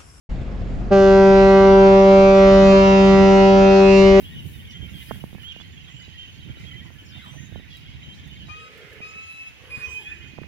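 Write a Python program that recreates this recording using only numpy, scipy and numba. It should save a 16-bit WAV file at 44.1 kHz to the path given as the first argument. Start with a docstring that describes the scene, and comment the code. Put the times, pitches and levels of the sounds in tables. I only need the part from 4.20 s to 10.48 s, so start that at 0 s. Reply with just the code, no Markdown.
"""Breezy pasture with cattle and birds

Two phone ports hear wind as lumpy low noise, with sharp pops strongest at the right port. One bird whistles
three long calls of partials; a far flock chatters in short glides, with clear notes and squeaks nearer.
Cattle huff as noise through two resonances; short scrapes and grass are uneven clicks, over a far hiss.
"""
import sys
import numpy as np
from scipy import signal
from scipy.fft import rfft, irfft, next_fast_len
from scipy.io import wavfile
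from scipy.ndimage import uniform_filter1d
from numba import njit

SR = 44100
rng = np.random.default_rng(int(sys.argv[2]) if len(sys.argv) > 2 else 0)


def master_out(mix):
    """Clip the mix to full scale and print it as 16-bit PCM to the path in sys.argv[1]."""
    frames = np.transpose(np.atleast_2d(mix))
    ceiling = np.clip(frames, -1, 1)
    pcm = np.round(ceiling * 32767).astype(np.int16)
    wavfile.write(sys.argv[1], SR, pcm)


N = 276759
T = np.arange(N) / SR
PORT_LAG_SAMPLES, WHISTLE_LAG_SAMPLES = 24, 23  # the whistle too reaches the left port first, by nearly the same lag


def undb(db):
    """Decibels to amplitude gain."""
    return 10 ** (np.asarray(db) / 20)


def level(x, db):
    """Scales x to an RMS level over all its samples."""
    return x * undb(db) / np.sqrt(np.mean(x ** 2))


def curves(rows):
    """Interpolates each column after the time over the whole scene."""
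    s, *columns = np.transpose(rows)
    return [np.interp(T, s, c) for c in columns]


def colour(x, points):
    """Shapes a spectrum by (frequency [Hz], gain [dB]) points; -99 dB outside them."""
    length = x.shape[-1]
    size = next_fast_len(length)
    hz, db = np.transpose(points)
    log_bins = np.log(np.arange(size // 2 + 1) * SR / size + 1)
    gain = undb(np.interp(log_bins, np.log(hz), db, -99, -99))
    return irfft(rfft(x, size) * gain, size)[..., :length]


@njit
def svf(x, hz, width_hz):
    """State-variable band-pass with a moving centre, gain 1 there."""
    y, band, low = np.empty(len(x)), 0., 0.
    for i in range(len(x)):
        g, k = np.tan(np.pi * hz[i] / SR), width_hz / hz[i]
        v = (band + g * (x[i] - low)) / (1 + g * (g + k))
        band, low, y[i] = 2 * v - band, low + 2 * g * v, k * v
    return y


def walk(rate_hz):
    """Random levels held 1 / rate_hz s and slewed twice; spread near 1."""
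    k = int(SR / rate_hz)
    steps = np.repeat(rng.standard_normal(N // k + 1), k)
    return 1.19 * uniform_filter1d(uniform_filter1d(steps, k), k)[:N]


def add(out, x, s):
    """Mixes x into out from time s, cut at the end."""
    i = int(s * SR)
    out[..., i:i + x.shape[-1]] += x[..., :max(N - i, 0)]


def apart(pan_db):
    """Gains of two unrelated port signals whose mean has level 1."""
    return 2 / np.sqrt(1 + undb(2 * np.array([-pan_db, pan_db])))


def ports(x, pan_db, lag_samples=PORT_LAG_SAMPLES):
    """Far sound reaches the left port first."""
    return np.array([x * undb(pan_db / 2), np.roll(x * undb(-pan_db / 2), lag_samples)])


def note(rows, partials, fade_s, rough):
    """A bird's note from rows (time [s], pitch [Hz], level [dB]): partials on one pitch, hoarse, faded at both ends."""
    s, hz, db = np.transpose(rows)
    t = np.arange(s[0], s[-1], 1 / SR)
    phase = 2 * np.pi * np.cumsum(np.interp(t, s, hz)) / SR
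    edge = np.clip(np.minimum(t - t[0], t[-1] - t) / fade_s, 0, 1)
    # hoarseness: phase and amplitude waver by noise about 200 Hz wide
    phase_waver, level_waver = uniform_filter1d(rng.standard_normal((2, len(t))), 100) * 10 * rough
    tone = sum(undb(d) * np.sin(k * phase + phase_waver) for k, d in partials if k * hz.max() < .45 * SR)
    return np.sqrt(2) * tone * (1 + level_waver) * edge * undb(np.interp(t, s, db))


def glide(s, length_s, first_hz, last_hz, bow_hz, db, ends_db):
    """Rows of a note that slides between two pitches along a bow and swells in the middle."""
    u = np.linspace(0, 1, num=12)
    arch = 4 * u * (1 - u)
    hz = first_hz + (last_hz - first_hz) * u + bow_hz * arch
    return np.c_[s + u * length_s, hz, db + ends_db * (1 - arch)]


# wind at the ports: (time [s], level [dB], left minus right [dB], flutter above the rumble [dB])
WIND_CURVES = [(0, -41.5, -1, -0.5), (.3, -40.5, -11, 0.5), (.55, -41.5, -9.5, -0.5), (.8, -41, -19, 1),
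               (1.2, -45, -14, -1.5), (1.5, -44, -7.5, -2), (1.8, -48, -12, 0), (2.1, -46, -5.5, -2),
               (2.45, -41.5, -20, 3.5), (2.72, -47, -11.5, 1), (3.1, -43.5, -20, 1), (3.39, -39.5, -23, 1),
               (3.5, -46, -10.5, -1.5), (3.85, -42.5, -8, -1), (4.25, -44.5, -14, -1), (4.4, -50.5, -11, 0),
               (5.1, -54, -1, -2), (5.4, -54.5, -14, -2.5), (5.7, -49, 7, -4), (6.0, -50.5, -12, 0),
               (6.28, -44.5, -12, 1)]
# wind spectrum: (frequency [Hz], relative density [dB per Hz])
WIND_SPECTRUM = [(15, -46), (25, -33.5), (67, 2.5), (134, 2.5), (181, -4.5), (297, -13.5), (335, -16),
                 (372, -20), (900, -41), (1170, -61), (1980, -120)]
# single buffets that stand out: (time [s], rise [dB], shift of left minus right [dB])
WIND_BUFFETS = [(0.161, 5.5, -8), (0.269, 6, -6), (.385, 5, 2), (.635, 7, -18), (1.05, 6.5, 1),
                (1.15, 12, -15), (1.31, 2.5, 17), (1.64, 3, -11), (1.96, 0.5, 15), (2.031, 8, 4),
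                (2.295, 8.5, 0), (2.607, 8, -4), (3.79, 2.5, -3), (4.07, 5, -14), (4.96, 3.5, 0),
                (5.58, 9.5, 17), (5.68, 8, 10)]
BUFFET_S, GUST_DB, GUST_PAN_DB, GUST_HZ = 0.011, 1.5, 6, 12
RUMBLE_HZ, RUMBLE_PAN_SHARE = 95.6, 0.37  # the deepest wind is shared more evenly by the ports


def wind():
    """Each port has its own eddies: low noise that comes in quick lumps."""
    db, pan_db, flutter_db = curves(WIND_CURVES)
    db = db + GUST_DB * walk(GUST_HZ)
    pan_db = pan_db + GUST_PAN_DB * walk(GUST_HZ)
    for s, rise_db, shift_db in WIND_BUFFETS:
        bump = np.exp(-((T - s) / BUFFET_S) ** 2)
        db, pan_db = db + rise_db * bump, pan_db + shift_db * bump
    lumps = np.array([undb(1.2 * walk(24) + 3.2 * walk(70)) * rng.standard_normal(N) for _ in range(4)])
    eddies = colour(lumps, WIND_SPECTRUM)
    eddies = eddies / eddies.std(axis=1, keepdims=True) * undb(db)
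    deep = colour(eddies, [(1, 0), (RUMBLE_HZ, 0), (1.87 * RUMBLE_HZ, -30)])
    # large slow eddies make the rumble, small ones the flutter above it
    rumble = deep[:2] * apart(RUMBLE_PAN_SHARE * pan_db)
    flutter = (eddies - deep)[2:] * undb(flutter_db) * apart(pan_db)
    return rumble + flutter


# eddies that pop on the right port: (time [s], push peak [dB], push time scale [ms], wobble re push [dB])
POP_EVENTS = [(.908, -14, 0.31, -7), (0.9126, -17, 0.17, -4.5), (.956, -40, .32, -6), (1.037, -24, 0.34, 9),
              (1.127, -38, 0.35, 13), (1.147, -36, 0.27, 14.5), (1.18, -36.5, 0.28, -10),
              (1.361, -33.5, .37, 5), (1.398, -31.5, 0.11, 1), (1.409, -36, 0.18, -2), (1.878, -40, .47, 3),
              (2.369, -38, 0.45, -4), (2.702, -38, 0.27, 4), (3.322, -33, 0.5, -2),
              (3.356, -25.5, 0.39, 2.5), (3.395, -37, .49, 8), (4.801, -32.5, 0.42, 5),
              (5.437, -38.5, .44, -17), (6.133, -41, 1, 13), (6.178, -31, 0.17, -9),
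              (6.184, -23.5, 0.35, 1), (6.215, -25.5, .71, 2), (6.231, -29.5, 0.11, -22),
              (6.2342, -31, .1, -6), (6.239, -36, 0.47, -4)]
WOBBLE_HZ, WOBBLE_DECAY_S, POP_LEFT_DB = 188, 0.0042, -33


def pops():
    """A sharp in-out push on the membrane, then a slow wobble of the air in the port."""
    out, t = np.zeros((2, N)), np.arange(1200) / SR
    after = np.maximum(t - .0032, 0)
    wobble = np.sin(2 * np.pi * WOBBLE_HZ * after) * np.exp(-after / WOBBLE_DECAY_S)
    for s, db, push_ms, wobble_db in POP_EVENTS:
        u = (t - .003) / (push_ms / 1000)
        push = u * np.exp(.5 - u ** 2 / 2)
        pop = undb(db) * (push - undb(wobble_db) * wobble)
        add(out, pop * undb([[POP_LEFT_DB], [0]]), s)
    return out


# calls: (time [s], length [s], first pitch [Hz], settled pitch [Hz], settling time constant [s],
# fundamental level [dB], its slope [dB/s], overtone level [dB], its slope [dB/s])
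WHISTLE_CALLS = [(4.283, .21, 1202, 1294, 0.082, -46.5, -2, -62.5, 5),
                 (4.812, 0.49, 1229, 1313, 0.086, -49.5, -20, -61.5, 0.5),
                 (5.5, .5, 2459, 2538, .4, -99, 0, -62.5, -28)]
# per call, the partial near 2.5 kHz throbs and sways as it meets its own echoes, and rings on after the last
# call: (time [s], level [dB], left minus right [dB])
WHISTLE_THROB = [
    [(4.283, -57, 6), (4.3, -41, 10), (4.35, -44.5, 4), (4.4, -49, 5), (4.493, -55, 1)],
    [(4.812, -43, 0), (4.834, -35, 4), (4.9, -48.5, -1), (4.99, -38, 1), (5.06, -46.5, 0),
     (5.115, -41, -6.5), (5.15, -47, 3), (5.22, -37.5, 1), (5.25, -49, -4), (5.275, -38, 0),
     (5.307, -64, -6)],
    [(5.5, -46, 2), (5.52, -37.5, -4), (5.55, -33.5, -7.5), (5.6, -48, -4), (5.645, -31.5, -8.5),
     (5.7, -47.5, -11), (5.735, -38, -5), (5.775, -32, -3.5), (5.84, -55, 3), (5.873, -34, -2),
     (5.898, -51, -2), (5.922, -33.5, -9.5), (5.96, -58, -8), (6.05, -54.5, -9), (6.28, -58, -2)],
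]
# overtones of the two low calls: (multiple [-], relative level [dB])
LOW_CALL_PARTIALS = [(3, -0.5), (4, -1.5), (5, -2), (6, -15), (7, -8), (8, -13), (9, -29)]
# overtones of the high call: (multiple [-], relative level [dB])
HIGH_CALL_PARTIALS = [(2, 3.5), (3, 6), (4, 7), (5, 0), (6, -14)]
END_SAG, END_SAG_S = 0.01183, 0.0645  # share of pitch lost as the breath runs out
FLUTTER_DB, FLUTTER_HZ = 4, 22  # each overtone wavers by itself
BLOOM_DB, BLOOM_S = -1, 0.11  # overtones start this much weaker per multiple and catch up


def whistler():
    """Two calls rich in partials, then one an octave up; each rises in pitch and its strongest partial throbs."""
    out = np.zeros((2, N))
    strong_multiples = (2, 2, 1)
    overtone_sets = (LOW_CALL_PARTIALS, LOW_CALL_PARTIALS, HIGH_CALL_PARTIALS)
    for call, throb, strong, overtones in zip(WHISTLE_CALLS, WHISTLE_THROB, strong_multiples, overtone_sets):
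        s, length_s, first_hz, last_hz, settle_s, low_db, low_slope, over_db, over_slope = call
        at, throb_db, pan_db = np.transpose(throb)
        t = np.arange(0, max(at[-1] - s, length_s), .002)
        held = t < length_s
        hz = last_hz + (first_hz - last_hz) * np.exp(-t / settle_s)
        hz = hz * (1 - END_SAG * np.exp(np.minimum(t - length_s, 0) / END_SAG_S))
        voice = np.zeros(N)
        strong_rows = np.c_[s + t, hz, np.interp(s + t, at, throb_db)]
        add(voice, note(strong_rows, [(strong, 0)], 0.0033, 0.042), s)
        low_rows = np.c_[s + t, hz, low_db + low_slope * t][held]
        add(voice, note(low_rows, [(1, 0)], 0.014, .033), s)
        for partial in overtones:
            waver_db = FLUTTER_DB * np.interp(s + t, T, walk(FLUTTER_HZ))
            bloom_db = BLOOM_DB * partial[0] * np.exp(-t / BLOOM_S)
            rows = np.c_[s + t, hz, over_db + over_slope * t + waver_db + bloom_db][held]
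            add(voice, note(rows, [partial], 0.0061, .05), s)
        out += ports(voice, np.interp(T, at, pan_db), WHISTLE_LAG_SAMPLES)
    return out


def chatter(throats, rough):
    """Many short gliding notes that overlap, from birds at all distances."""
    out = np.zeros(N)
    for hz, spread_hz, throat_db in throats:
        for at, pitch, slide, size, long in rng.random((300, 5)):
            mid_hz = hz + spread_hz * 3 * (pitch - .5)
            length_s = .015 + .04 * long
            start, note_db = at * T[-1], throat_db + 13 * size
            end_hz = mid_hz * (1 + 0.1018 * (slide - .5))
            rows = [(start, mid_hz, note_db), (start + length_s, end_hz, note_db)]
            add(out, note(rows, [(1, 0)], length_s / 2.3, rough), start)
    return level(out, 0)


# clear notes: (time [s], length [s], first pitch [Hz], last pitch [Hz], bow of the pitch [Hz], mid level [dB])
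CLEAR_NOTES = [(.03, .07, 2800, 3440, 60, -52), (.11, 0.043, 1880, 1873, 3, -55),
               (.155, 0.058, 3030, 2885, -2, -43.5), (0.116, 0.031, 3750, 3770, 0, -58),
               (.325, 0.061, 3700, 3550, 64, -60), (.33, 0.043, 2980, 2905, -2, -51),
               (.5, .03, 3080, 3010, 0, -47), (.54, 0.042, 3120, 3215, 3, -43.5),
               (.612, 0.061, 3170, 3094, 4, -44.5), (.77, 0.037, 3050, 3150, 6, -51),
               (.885, 0.083, 3150, 3270, -2, -51), (1.0, 0.024, 2980, 2930, 0, -46),
               (1.228, 0.09, 2800, 3197, 230.5, -42.5), (1.307, 0.0244, 3255, 2590, 100, -40),
               (1.335, 0.075, 2900, 2920, -65, -49), (1.398, 0.026, 3350, 3370, 44, -46),
               (1.45, 0.041, 3200, 3070, -3, -57), (1.6, 0.049, 3100, 3105, 0, -54),
               (1.68, 0.056, 1920, 2050, -9, -58), (1.76, .11, 3020, 2845, 66, -49),
               (1.805, 0.027, 2030, 2040, 0, -53), (1.92, 0.027, 3080, 3040, -2, -48),
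               (1.94, 0.031, 1910, 1930, -7, -52), (1.975, .085, 3130, 3096, 1.5, -44),
               (2.03, 0.033, 1920, 1990, -4, -56), (2.07, 0.043, 3080, 3030, -4, -47),
               (2.29, 0.041, 3100, 3220, -4, -53), (2.46, 0.043, 3200, 3130, 110, -46.5),
               (2.508, 0.024, 3100, 3040, 0, -43), (2.53, 0.038, 1990, 2060, -15, -47),
               (2.553, 0.064, 3100, 3215, -6, -46.5), (2.61, 0.034, 1900, 1970, -5, -51.5),
               (2.78, 0.039, 3070, 3040, -7, -48), (2.921, .05, 3500, 3640, -2, -54.5),
               (3.019, 0.037, 3850, 3910, 0, -55), (3.055, 0.064, 3140, 3205, 0, -49),
               (3.17, 0.036, 1820, 1900, 0, -53), (3.35, 0.048, 3150, 3000, 2, -51.5),
               (3.5, 0.066, 3350, 3250, 0, -48.5), (3.535, 0.028, 1930, 1954, -5, -53.5),
               (3.67, 0.039, 2880, 3100, -5, -53), (3.82, 0.074, 3110, 3050, -6, -50),
               (3.885, 0.06, 3100, 3173, 3, -46), (4.11, 0.033, 3050, 2970, 2, -49.5),
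               (4.155, 0.024, 2100, 2320, -2, -51.5), (4.195, 0.043, 3080, 3020, 2, -46.5),
               (4.33, 0.026, 1920, 1880, 0, -54), (5.67, 0.038, 3010, 3060, 0, -47),
               (5.74, 0.065, 3070, 3100, 0, -47), (5.83, 0.081, 3200, 3540, -42, -50),
               (6.035, .06, 3050, 3150, 0, -56)]
NOTE_ENDS_DB, OCTAVE_DB, NOTE_ROUGH = -2, -21.5, .13  # ends re middle, second partial, hoarseness 0-1


def clear_notes():
    """The nearest birds of the flock: bowed glides with a weak second partial."""
    out = np.zeros(N)
    for row in CLEAR_NOTES:
        rows = glide(*row, NOTE_ENDS_DB)
        add(out, note(rows, [(1, 0), (2, OCTAVE_DB)], .006, NOTE_ROUGH), row[0])
    return out


# squeaks: (time [s], length [s], first pitch [Hz], last pitch [Hz], bow of the pitch [Hz], mid level [dB],
# hoarseness [0-1])
SQUEAK_NOTES = [(0.48, .07, 5500, 6000, 75, -58, .2), (1.62, .05, 8900, 8200, 0, -70, .1),
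                (1.69, .15, 7750, 7900, -500, -62.5, 0.2), (2.84, .115, 8100, 4000, -550, -58, 0.37),
                (2.832, 0.081, 6600, 3900, -100, -62, .9), (3.0, .11, 1800, 750, -100, -54.5, 0.47),
                (5.855, .12, 1650, 1650, 130, -48.5, 0.54), (3.099, 0.19, 5950, 6360, 99, -53, 0.3),
                (3.21, .08, 6300, 6900, 100, -56, 0.5), (3.04, 0.15, 7300, 8400, 347, -63, .25),
                (4.87, 0.057, 7100, 7000, -60, -56.5, 0.5), (5.071, .1, 10800, 10930, 0, -60, .3),
                (5.393, 0.21, 11200, 9700, -2, -65, 0.3), (5.668, 0.098, 7400, 7800, 197, -55, .4),
                (5.617, 0.17, 5870, 6380, -77, -51.5, 0.4)]
SQUEAK_ENDS_DB = -10  # re middle


def squeaks():
    """Thin squeaks of small birds: one hoarse gliding partial each."""
    out = np.zeros(N)
    for *row, rough in SQUEAK_NOTES:
        add(out, note(glide(*row, SQUEAK_ENDS_DB), [(1, 0)], 0.014, rough), row[0])
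    return out


# flock chatter: (time [s], main voices level [dB], lower voices level [dB], upper voices level [dB],
# left minus right [dB])
FLOCK_CURVES = [(0, -49.5, -62, -70, 1), (.35, -58, -60, -67, -1.5), (.55, -51.5, -57.5, -64, -2),
                (.78, -52, -57, -60, -3.5), (.93, -54, -53, -65, -3.5), (1.03, -60.5, -65, -71, -2),
                (1.25, -52.5, -59.5, -67, -7), (1.62, -54.5, -65.5, -66.5, -4.5),
                (1.8, -53.5, -61, -63, -5), (2.0, -53, -63.5, -64, -4), (2.48, -55, -56.5, -67, -4),
                (2.85, -65, -65, -67.5, 2), (2.95, -48, -55.5, -67, -2), (3.25, -58, -59, -76, -3.5),
                (3.58, -54, -59, -70.5, -1.5), (4.05, -54.5, -61.5, -68, -2), (4.37, -53, -58.5, -63, -4),
                (4.72, -63, -55, -76, -7), (4.89, -59, -61, -61, 0.5), (5.2, -64, -65, -69, 2),
                (5.55, -62, -56, -69, -4), (5.72, -52.5, -58, -64, -4.5), (6.1, -56.5, -59, -67, -4),
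                (6.28, -73, -80, -72, -4)]
# throats of the main, lower and upper voices: (pitch [Hz], a third of the pitch range [Hz], lowest relative level [dB])
THROAT_GROUPS = [
    [(2753, 266, -6.5), (3032, 168.3, 1.5), (3606, 201.6, -7.5)],
    [(1526, 118.4, -5), (1958, 150.2, 1), (2372, 141.5, -2)],
    [(4480, 270, 5.5), (5450, 510, -2), (6570, 149.4, 8)],
]
CHATTER_SWELL_DB = 1.3


def flock():
    """Three groups of voices chatter far off; returns them and the near notes, each at the ports."""
    *group_db, pan_db = curves(FLOCK_CURVES)
    far = np.zeros(N)
    for throats, rough, db in zip(THROAT_GROUPS, (.3, .4, .8), group_db):
        far += undb(db) * chatter(throats, rough) * undb(CHATTER_SWELL_DB * walk(8))
    return ports(far, pan_db), ports(clear_notes() + squeaks(), pan_db)


TREES_T60_S, TREES_DB = 0.65, -3
NEAR_TREES_DB, WHISTLER_TREES_DB = -7, -7  # echo send re the far flock


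def trees(far, near, calls):
    """Trees and slopes scatter the birds back as a short diffuse tail, different at each port."""
    t = np.arange(SR // 2) / SR
    tail = rng.standard_normal((2, len(t))) * np.exp(-np.log(1000) * t / TREES_T60_S) * (t > .005)
    tail = tail / np.sqrt(np.sum(tail ** 2, axis=1, keepdims=True))
    birds = far + undb(NEAR_TREES_DB) * near + undb(WHISTLER_TREES_DB) * calls
    return undb(TREES_DB) * signal.fftconvolve(birds, tail, axes=1)[:, :N]


# two huffs through the nose: (time [s], level [dB], first resonance [Hz], second resonance [Hz], second re first [dB])
HUFF_CURVES = [
    [(4.35, -61, 440, 1300, -22), (4.45, -58.5, 467, 1300, -19), (4.6, -53.5, 467, 1390, -9),
     (4.8, -53.5, 433, 1220, -10), (5.0, -62.5, 443, 1200, -5), (5.1, -79, 405, 1190, -14)],
    [(5.42, -65.5, 495, 1142, -2), (5.52, -54.5, 479, 1070, -0.5), (5.62, -52.5, 445, 1140, -3),
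     (5.75, -55, 422, 940, 1.5), (5.85, -57.5, 370, 795, -5), (6.1, -61.5, 330, 805, -23),
     (6.28, -63, 352, 800, -11)],
]


def cattle():
    """Turbulent breath through two moving resonances of the nose."""
    db, low_hz, high_hz, high_db = curves(HUFF_CURVES[0] + HUFF_CURVES[1])
    own, shared = rng.standard_normal((2, N)), rng.standard_normal(N)
    air = (own + 1.95 * shared) * undb(1.8 * walk(30))
    out = []
    for a in air:
        first = level(svf(svf(a, low_hz, 147.0), low_hz, 147.0), 0)
        second = level(svf(a, high_hz, 93.0), 0)
        out.append(first + undb(high_db) * second)
    return np.array(out) * undb(db) * (T > HUFF_CURVES[0][0][0])


# rough scrapes of tongues and hooves: (time [s], length scale [s], level before the envelope [dB], centre [Hz],
# width [Hz], left minus right [dB])
SCRAPE_EVENTS = [(0.503, 0.039, -56.5, 4180, 2500, -4), (1.317, 0.02, -63, 4500, 3000, 2),
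                 (1.403, 0.034, -57, 2980, 4000, -12), (1.679, 0.029, -58, 1200, 1000, 1),
                 (2.376, 0.11, -62.5, 5000, 2500, 1), (2.644, 0.039, -58, 970, 200, 0),
                 (2.92, 0.28, -65, 2600, 2970, 2), (2.956, 0.029, -57, 716, 300, 2),
                 (3.052, 0.066, -56.5, 874, 400, 0), (3.127, 0.042, -53.5, 650, 250, -1),
                 (3.472, 0.17, -59, 3970, 2960, -17), (3.664, 0.12, -64.5, 4770, 2000, -13),
                 (3.937, 0.057, -60, 4500, 3000, -4), (4.273, 0.057, -54.5, 784, 400, 3.5),
                 (4.447, 0.38, -56, 2190, 890, 1), (5.544, 0.14, -51, 1760, 1200, -5)]


def scrapes():
    """Dense uneven clicks in a broad resonance, quick to start and slower to end."""
    out, size = np.zeros((2, N)), SR // 2
    for s, length_s, db, hz, width_hz, pan_db in SCRAPE_EVENTS:
        clicks = rng.standard_normal((2, size)) * undb(2.2 * rng.exponential(size=size))
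        u = np.arange(size) / SR / length_s
        envelope = np.minimum(5 * u, 1) * np.exp(-u ** 3)
        body = level(np.array([svf(c, np.full(size, 1. * hz), 1. * width_hz) for c in clicks]), db)
        add(out, body * envelope * apart(pan_db)[:, None], s)
    return out


# dry grass by the left port: (time [s], level [dB])
RUSTLE_CURVE = [(0, -47.5), (.07, -54.5), (.19, -58), (.28, -51.5), (.38, -53), (.56, -65.5), (.68, -60),
                (.79, -51.5), (.86, -47.5), (1.17, -60), (1.25, -57), (1.31, -67.5), (2.3, -66.5),
                (2.75, -65), (3.03, -65), (3.1, -62), (3.17, -63), (3.25, -64), (3.5, -67.5), (4.4, -68.5),
                (5.3, -65), (5.58, -64), (5.74, -58.5), (5.9, -68), (6.28, -70)]
# rustle spectrum: (frequency [Hz], relative density [dB per Hz])
RUSTLE_SPECTRUM = [(4000, -14.5), (6000, -17), (7500, -19), (11000, -7.5), (15800, -11), (17000, -2.5)]
# single stalks that snap: (time [s], initial level before the high-pass [dB], left minus right [dB])
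STALK_SNAPS = [(0.2638, -52, 23.5), (1.2256, -56, 20.0), (1.3688, -64, 13.0), (1.4571, -66, 17),
               (2.7394, -62, 17.0), (3.0475, -58, 15.5), (3.5696, -51, 22), (4.075, -57, 13),
               (4.5775, -56, 17.5), (4.7311, -55, 17.0), (6.218, -66, 12.5)]
RUSTLE_RIGHT_DB = -23
SETTLE_DB, SETTLE_S = -11, 0.018  # blades around a snapped stalk rustle briefly, before and after


def grass():
    """Dense tiny stalk clicks blur into hiss; a few snap alone."""
    grains = rng.standard_normal((2, N)) * undb(2.0 * rng.exponential(size=N)) * undb(1.0 * walk(12))
    stir, snaps, t = undb(curves(RUSTLE_CURVE)[0]), np.zeros((2, N)), np.arange(600) / SR
    for s, db, pan_db in STALK_SNAPS:
        burst = rng.standard_normal((2, 600)) * np.exp(-t / 0.0051)
        add(snaps, burst * undb(db) * apart(pan_db)[:, None], s)
        stir = stir + undb(db + SETTLE_DB) * np.exp(-np.abs(T - s - .01) / SETTLE_S)
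    hiss = level(colour(grains, RUSTLE_SPECTRUM), 0) * stir * undb([[0], [RUSTLE_RIGHT_DB]])
    high_pass = signal.butter(2, 3000, "high", fs=SR, output="sos")
    return hiss + signal.sosfilt(high_pass, snaps)


# leaves, far insects and microphone hiss: (frequency [Hz], relative density [dB per Hz])
FIELD_SPECTRUM = [(150, -40), (250, -11.5), (500, -18), (950, -16.5), (1300, -21), (2000, -12), (3000, -11),
                  (4200, -23.5), (6400, -28.5), (8200, -40.5), (11800, -47), (15800, -42), (17000, -36)]
# port colouring: (frequency [Hz], left minus right [dB]); the end rows apply at 1 Hz and SR / 2
FIELD_PAN = [(60, -4.0), (110, -10), (200, 2), (380, -1), (700, 4), (1290, -3.5), (2380, -10.5), (4400, 3),
             (8120, 9), (15000, -16)]
FIELD_DB = -55


def field():
    """A nearly steady far hiss, unrelated at the two ports, which colour it differently."""
    hz, pan_db = np.transpose(FIELD_PAN)
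    hiss = level(colour(rng.standard_normal((2, N)), FIELD_SPECTRUM), FIELD_DB) * undb(1.0 * walk(5.6))
    edges_hz = np.r_[1, hz[1:-1], SR / 2]
    return np.array([colour(h, np.c_[edges_hz, side * pan_db / 2]) for h, side in zip(hiss, (1, -1))])


# the hand shades the right port: (frequency [Hz], gain [dB])
HAND_SHADE = [(20, -1.5), (5000, 2), (7500, -10.5), (10000, -27), (20000, -20)]


def scene():
    """Birds, echo and cattle reach a shaded right port; wind, pops, grass and field hiss are added unshaded."""
    calls = whistler()
    far, near = flock()
    left, right = calls + far + near + trees(far, near, calls) + cattle() + scrapes()
    shaded = np.array([left, colour(right, HAND_SHADE)])
    return wind() + pops() + shaded + grass() + field()


TOP_HZ = 15780


def record(dry):
    """The phone cuts the top: steep elliptic low-pass."""
    return signal.sosfilt(signal.ellip(10, .2, 70, TOP_HZ, fs=SR, output="sos"), dry)


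dry = scene()
out = record(dry)
master_out(out)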